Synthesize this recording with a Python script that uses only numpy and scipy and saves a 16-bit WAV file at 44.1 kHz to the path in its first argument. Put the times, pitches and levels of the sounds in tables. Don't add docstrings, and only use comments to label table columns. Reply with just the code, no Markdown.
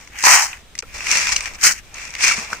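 import sys
import numpy as np
from scipy import signal
from scipy.fft import rfft, irfft
from scipy.io import wavfile
from scipy.ndimage import uniform_filter1d

SR = 44100
rng = np.random.default_rng(int(sys.argv[2]) if len(sys.argv) > 2 else 0)


def inscribe(sig):
    pcm = np.round(np.clip(np.atleast_2d(sig).T, -1, 1) * 32767)
    wavfile.write(sys.argv[1], SR, pcm.astype(np.int16))


N = 114660
TIME = np.arange(N) / SR
TICK_T60_S, KNOCK_T60_S, THUD_T60_S = 0.015, 0.024, 0.013
CLATTER_RISE_S, CLACK_RISE_S = 0.0006, 0.002
BUBBLE_GLIDE_PER_S, BUBBLE_RISE_S = 5.4, 0.00053
STRIKE_GAIN = np.sqrt(0.005 * SR)


def amp(db):
    return 10 ** (np.asarray(db) / 20)


def at_hz(points, hz):
    point_hz, value = np.transpose(points)
    return np.interp(np.log(hz + 1), np.log(point_hz), value)


def envelope(rows, column=1):
    rows = np.array(rows)
    active = (TIME >= rows[0, 0]) & (TIME <= rows[-1, 0])
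    return amp(np.interp(TIME, rows[:, 0], rows[:, column])) * active


def add(mix, start_s, sound):
    part = mix[:, round(start_s * SR):][:, :sound.shape[1]]
    part += sound[:, :part.shape[1]]


def convolve(x, response):
    return signal.fftconvolve(np.atleast_2d(x), response, axes=1)[:, :N]


def colour(x, spectrum, size=4096):
    log_gain = np.log(amp(at_hz(spectrum, abs(np.fft.fftfreq(size, 1 / SR)))))
    taps = np.fft.ifft(np.exp(np.conj(signal.hilbert(log_gain)))).real
    return convolve(x, taps[None, :size // 2])[:, :x.shape[1]]


def unit(x):
    return x / np.sqrt(np.sum(x ** 2) / 2 + 1e-20)


def decay(t, t60_s):
    return np.exp(-np.log(1000) * t / t60_s)


# freq_hz, correlation
COHERENCE = [(700, 0.76), (1300, 0.36), (2400, 0.62), (3300, 0), (6000, 0), (9000, -0.04), (15000, -0.1)]
def stereo_noise(size):
    left, other = rfft(rng.standard_normal((2, size)))
    shared = at_hz(COHERENCE, np.fft.rfftfreq(size, 1 / SR))
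    return irfft([left, shared * left + np.sqrt(1 - shared ** 2) * other], size)


def impulses(rows):
    out = np.zeros(N)
    for start_s, level_db in rows:
        out[round(start_s * SR)] = amp(level_db)
    return out


def collisions(rate_per_s, spread_db=2, smooth_s=0.022):
    strength = amp(spread_db * np.minimum(rng.exponential(1, N), 4)) * rng.choice([-1, 1], N)
    hits = strength * (rng.random(N) < rate_per_s / SR)
    width = int(smooth_s * SR)
    power = uniform_filter1d(uniform_filter1d(hits ** 2, width), width)
    return hits / np.sqrt(abs(power) + 1e-6)


def contact(spectrum, t60_s, rise_s, size=2048):
    t = np.arange(size) / SR
    burst = stereo_noise(size) * np.minimum(t / rise_s, 1) * decay(t, t60_s)
    return unit(colour(burst, spectrum))


def clatter(hits, spectrum, t60_s, count=16):
    body = rng.integers(0, count, N)
    return sum(convolve(hits * (body == k), contact(spectrum, t60_s, CLATTER_RISE_S))
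               for k in range(count))


def ring(hits, modes, size=8192):
    t = np.arange(size) / SR
    body = sum(amp(db) * decay(t, t60_s) * np.sin(2 * np.pi * hz * t + rng.normal(0, 0.91, (2, 1)))
               for hz, db, t60_s in modes)
    return convolve(hits, unit(body))


# freq_hz, density_db
HUSH_SPECTRUM = [(25, -19), (190, -17.5), (400, -22), (2200, -25.5), (3600, -24), (4500, -30.5),
                 (8000, -32.5), (15000, -59)]
RUMBLE_SPECTRUM = [(25, -1), (55, 3), (90, -7), (150, -17), (400, -35)]
# time_s, level_db
RUMBLE_LEVELS = [(0, -51), (.82, -47.5), (.87, -42), (1.2, -45), (1.45, -41.5), (1.7, -45.5), (2.6, -49.5)]
def air(hush_db=-49.5):
    hush = unit(colour(stereo_noise(N), HUSH_SPECTRUM))
    rumble = unit(colour(stereo_noise(N), RUMBLE_SPECTRUM))
    return np.sqrt(N) * (amp(hush_db) * hush + envelope(RUMBLE_LEVELS) * rumble)


def yard(x, level_db=-13, t60_s=0.071, rise_s=0.009, size=12000):
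    t = np.arange(size) / SR
    reflections = stereo_noise(size) * decay(t, t60_s) * np.minimum(t / rise_s, 1)
    return x + amp(level_db) * convolve(x, unit(reflections))


def bubble(pitch_hz, t60_s, phase_rad, size):
    t = np.arange(size) / SR
    tone = np.sin(2 * np.pi * pitch_hz * (t + BUBBLE_GLIDE_PER_S * t ** 2 / 2) + phase_rad)
    return tone * np.minimum(t / BUBBLE_RISE_S, 1) * decay(t, t60_s)


def gurgles(stirring, rate_per_s=220, range_hz=(1500, 2605), t60_cycles=25, gain_db=-11, count=24):
    out = np.zeros((2, N))
    hits = collisions(rate_per_s) * stirring
    size_class = rng.integers(0, count, N)
    for k, pitch_hz in enumerate(np.linspace(*range_hz, count)):
        phase_rad = rng.normal(0, 0.68, (2, 1))
        tone = bubble(pitch_hz, t60_cycles / pitch_hz, phase_rad, size=2048)
        out += convolve(hits * (size_class == k), unit(tone))
    return amp(gain_db) * out


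# start_s, pitch_hz, level_db, t60_s
PLOPS = [(0.099, 335, -46, .04), (.753, 1980, -27.5, 0.022), (0.827, 1500, -20.5, 0.0059),
         (.831, 464, -30.5, 0.033), (0.838, 1320, -31, 0.022), (1.293, 950, -23.5, 0.055),
         (1.426, 8500, -23, 0.014), (2.241, 2280, -7.5, 0.031), (2.312, 1330, -11, 0.028),
         (2.382, 203, -25.5, 0.047), (2.389, 1145, -24, 0.023), (2.53, 1460, -6, 0.013),
         (2.532, 1000, -22.5, 0.022), (2.529, 226, -21.5, 0.011)]
def plops():
    out = np.zeros((2, N))
    for start_s, pitch_hz, level_db, t60_s in PLOPS:
        add(out, start_s, amp(level_db) * bubble(pitch_hz, t60_s, np.zeros((2, 1)), size=4096))
    return out


# time_s, tick_db, knock_db, slosh_db
RAKES = [
    [(.85, -57, -52, -75), (.918, -51.5, -46, -71), (.946, -34, -36, -41.5), (1.038, -31.5, -31.5, -45.5),
     (1.12, -19, -20.5, -36), (1.165, -20.5, -23, -34), (1.23, -22.5, -23, -40.5),
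     (1.312, -27, -28.5, -41.5), (1.326, -16.5, -22, -34), (1.355, -32, -36, -43),
     (1.385, -32, -32.5, -43.5), (1.47, -34.5, -33, -43), (1.53, -45.5, -44, -48), (1.55, -32.5, -37, -49),
     (1.59, -76, -65, -51)],
    [(1.83, -53, -56, -78), (1.928, -56, -51, -54), (1.948, -42, -39, -46.5), (2.03, -37, -36.5, -49),
     (2.115, -45.5, -43.5, -51.5), (2.18, -35.5, -33, -50.5), (2.228, -21, -25.5, -42),
     (2.242, -12, -17, -38), (2.258, -21, -20.5, -38), (2.28, -18.5, -19, -35.5), (2.324, -21, -20.5, -46),
     (2.356, -30.5, -32, -40.5), (2.435, -29.5, -32, -37.5), (2.47, -41.5, -36.5, -50.5),
     (2.525, -32, -35, -34.5), (2.6, -49, -45, -52)],
]
# freq_hz, density_db
SHELL_TICK = [(2500, -25.5), (3650, -15.5), (4500, -3), (5900, 0.5), (7800, -6.5), (9000, -16.5),
              (11000, -20.5), (12200, -40), (15500, -30)]
SHELL_KNOCK = [(600, -30.5), (1100, -9.5), (1500, -8.5), (1850, -2), (2400, 3), (2720, 0), (3000, -10.5),
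               (3500, -11.5), (6000, -31)]
SLOSH = [(150, -8), (380, -8.5), (700, -2.5), (1000, -0.5), (1350, 1.5), (1900, -25.5)]
# pitch_hz, level_db, t60_s
BOWL_MODES = [(1880, -3, .07), (2180, -2, .07), (2370, 0, .08), (2560, -2, .07)]
def raking(rate_per_s=1900, clump_s=0.038, clump_db=1.8):
    tick_gain, knock_gain, slosh_gain = (sum(envelope(rake, k) for rake in RAKES) for k in (1, 2, 3))
    width = int(clump_s * SR)
    clumps = np.sqrt(width) * uniform_filter1d(rng.standard_normal(N), width)
    hits = collisions(rate_per_s) * amp(clump_db * clumps)
    splashes = collisions(rate_per_s / 2) * slosh_gain
    ticks = amp(-0.5) * clatter(hits * tick_gain, SHELL_TICK, TICK_T60_S)
    knocks = amp(1) * clatter(hits * knock_gain, SHELL_KNOCK, KNOCK_T60_S)
    bowl = amp(-7) * ring(hits * knock_gain, BOWL_MODES)
    water = amp(1) * clatter(splashes, SLOSH, t60_s=0.01)
    return ticks + knocks + bowl + water + gurgles(knock_gain)


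# time_s, tick_db, knock_db, basket_db
TIPS = [
    [(0, -49.5, -42.5, -52), (.09, -60, -54.5, -81), (.148, -55, -36.5, -52), (.195, -38, -28.5, -53),
     (.234, -31.5, -28, -54), (.25, -14, -14.5, -26), (.278, -15.5, -12.5, -20), (.345, -13, -10, -19.5),
     (.39, -22.5, -16, -26.5), (.434, -23.5, -23.5, -30.5), (.496, -41, -36.5, -48),
     (.545, -48.5, -37, -49), (.62, -62, -56, -75)],
    [(1.58, -53, -40, -52), (1.608, -41, -35, -54), (1.626, -25, -21, -33), (1.643, -15.5, -16, -24.5),
     (1.672, -13, -16, -29.5), (1.704, -26, -20, -29.5), (1.722, -23, -29, -42), (1.738, -42, -38.5, -45),
     (1.792, -45, -35, -75), (1.825, -87, -79, -83)],
]
# freq_hz, density_db
TIP_TICK = [(3000, -49.5), (3850, -14), (4400, -4.5), (6100, 2), (7600, -2), (8800, -11), (10500, -14),
            (12000, -25.5), (13300, -18), (15500, -17.5)]
TIP_KNOCK = [(600, -37), (1100, -18), (1500, -6), (1900, 2), (2450, -1), (2800, -5.5), (3100, -8),
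             (3700, -26.5)]
BASKET_THUD = [(40, -38), (200, -32), (480, -12), (630, -1.5), (780, 9.5), (1250, 9.5), (1800, 11.5),
               (3000, -34)]
HEAP_THUD = [(40, -50), (200, -14), (450, -22.5), (800, -6), (1050, -12), (1350, 3.5), (1800, 3),
             (3000, -34)]
# pitch_hz, level_db, t60_s
BASKET_MODES = [(943, 0, .17), (1007, 4.5, .19), (1268, -1, .15), (1360, -3, .15), (1709, -2, .18),
                (1836, -2, .18), (1958, -1, .2), (2035, -2, .2)]
def tipping(rate_per_s=1700, cushion_db=-11):
    hits = collisions(rate_per_s)
    tick_gain, knock_gain = (sum(envelope(tip, k) for tip in TIPS) for k in (1, 2))
    first, second = (hits * envelope(tip, column=3) for tip in TIPS)
    ticks = amp(4) * clatter(hits * tick_gain, TIP_TICK, TICK_T60_S)
    knocks = amp(-2) * clatter(hits * knock_gain, TIP_KNOCK, KNOCK_T60_S)
    thuds = clatter(first, BASKET_THUD, THUD_T60_S, count=6)
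    thuds += clatter(second, HEAP_THUD, THUD_T60_S, count=6)
    basket = amp(-11) * ring(first + amp(cushion_db) * second, BASKET_MODES)
    return ticks + knocks + amp(5) * thuds + basket


# start_s, level_db
BLOWS = [(.238, -18.5), (0.27, -12)]
def basket_blows(ring_db=6):
    hits = impulses(BLOWS)
    thuds = convolve(hits, contact(BASKET_THUD, THUD_T60_S, CLATTER_RISE_S))
    return STRIKE_GAIN * (thuds + amp(ring_db) * ring(hits, BASKET_MODES))


# start_s, level_db
DROPS = [(.791, -30.5), (1.3615, -18.5), (1.364, -15.5)]
def shell_drops(modes_hz=(2810, 4600, 5620, 6450), t60_s=0.016, knock_db=-5):
    hits = impulses(DROPS)
    tick = contact(SHELL_TICK, t60_s, CLACK_RISE_S)
    knock = amp(knock_db) * contact(SHELL_KNOCK, t60_s, CLACK_RISE_S)
    ringing = ring(hits, [(hz, 0, t60_s) for hz in modes_hz])
    return STRIKE_GAIN * (convolve(hits, tick + knock) + ringing)


# start_s, tick_db, knock_db
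CLACKS = [(0.074, -39.5, -35), (0.187, -25, -32), (.225, -19, -41), (.238, -9.5, -15), (0.252, -11, -16),
          (0.267, -13, -5), (0.53, -49, -23), (.752, -31.5, -34), (0.778, -35, -35), (0.7882, -16, -31),
          (.802, -32, -40), (0.823, -35, -29.5), (1.005, -34, -21), (1.068, -23.5, -17), (1.114, -10, -23),
          (1.122, -25, -28), (1.153, -14, -12.5), (1.171, -12.5, -20), (1.269, -19, -13), (1.29, -18, -19),
          (1.319, -20, -15.5), (1.406, -21, -22), (1.456, -24.5, -20.5), (1.612, -24.5, -45),
          (1.637, -4, -25), (1.651, -5.5, -16), (1.667, -7, -6.5), (1.942, -29, -38), (2.051, -29.5, -30),
          (2.104, -31, -45), (2.138, -32, -28), (2.151, -25.5, -22), (2.206, -34, -17.5),
          (2.237, -13, -12.5), (2.279, -8.5, -22), (2.531, -24, -23)]
def clacks(gain_db=-4):
    out = np.zeros((2, N))
    for start_s, tick_db, knock_db in CLACKS:
        tick = amp(tick_db) * contact(SHELL_TICK, t60_s=0.014, rise_s=CLACK_RISE_S)
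        knock = amp(knock_db) * contact(SHELL_KNOCK, t60_s=0.014, rise_s=CLACK_RISE_S)
        add(out, start_s, tick + knock)
    return STRIKE_GAIN * amp(gain_db) * out


def scene():
    return yard(tipping() + raking() + clacks() + basket_blows() + shell_drops() + plops()) + air()


# freq_hz, left_minus_right_db
BALANCE = [(60, -1), (1000, 1), (2400, 1.5), (3700, 1.5), (4900, 2), (6100, 9.5), (7000, -1.5),
           (8000, -6.5), (9300, -7.5), (11500, 4.5), (13300, -3), (15500, 10)]
def record(dry, dip_s=(0.81, 0.823), dip_db=-24, ceiling=0.9, cutoff_hz=15600):
    balance_db = at_hz(BALANCE, np.fft.rfftfreq(N, 1 / SR))
    x = irfft(rfft(dry) * amp([balance_db / 2, -balance_db / 2]), N)
    in_dip = (TIME > dip_s[0]) & (TIME < dip_s[1])
    x = x * amp(dip_db * uniform_filter1d(in_dip.astype(float), size=40))
    x = x / (1 + (x / ceiling) ** 10) ** (1 / 10)
    lowpass = signal.firwin(511, cutoff_hz, window=("kaiser", 8), fs=SR)
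    return signal.oaconvolve(x, lowpass[None], "same")


dry = scene()
out = record(dry)
inscribe(out)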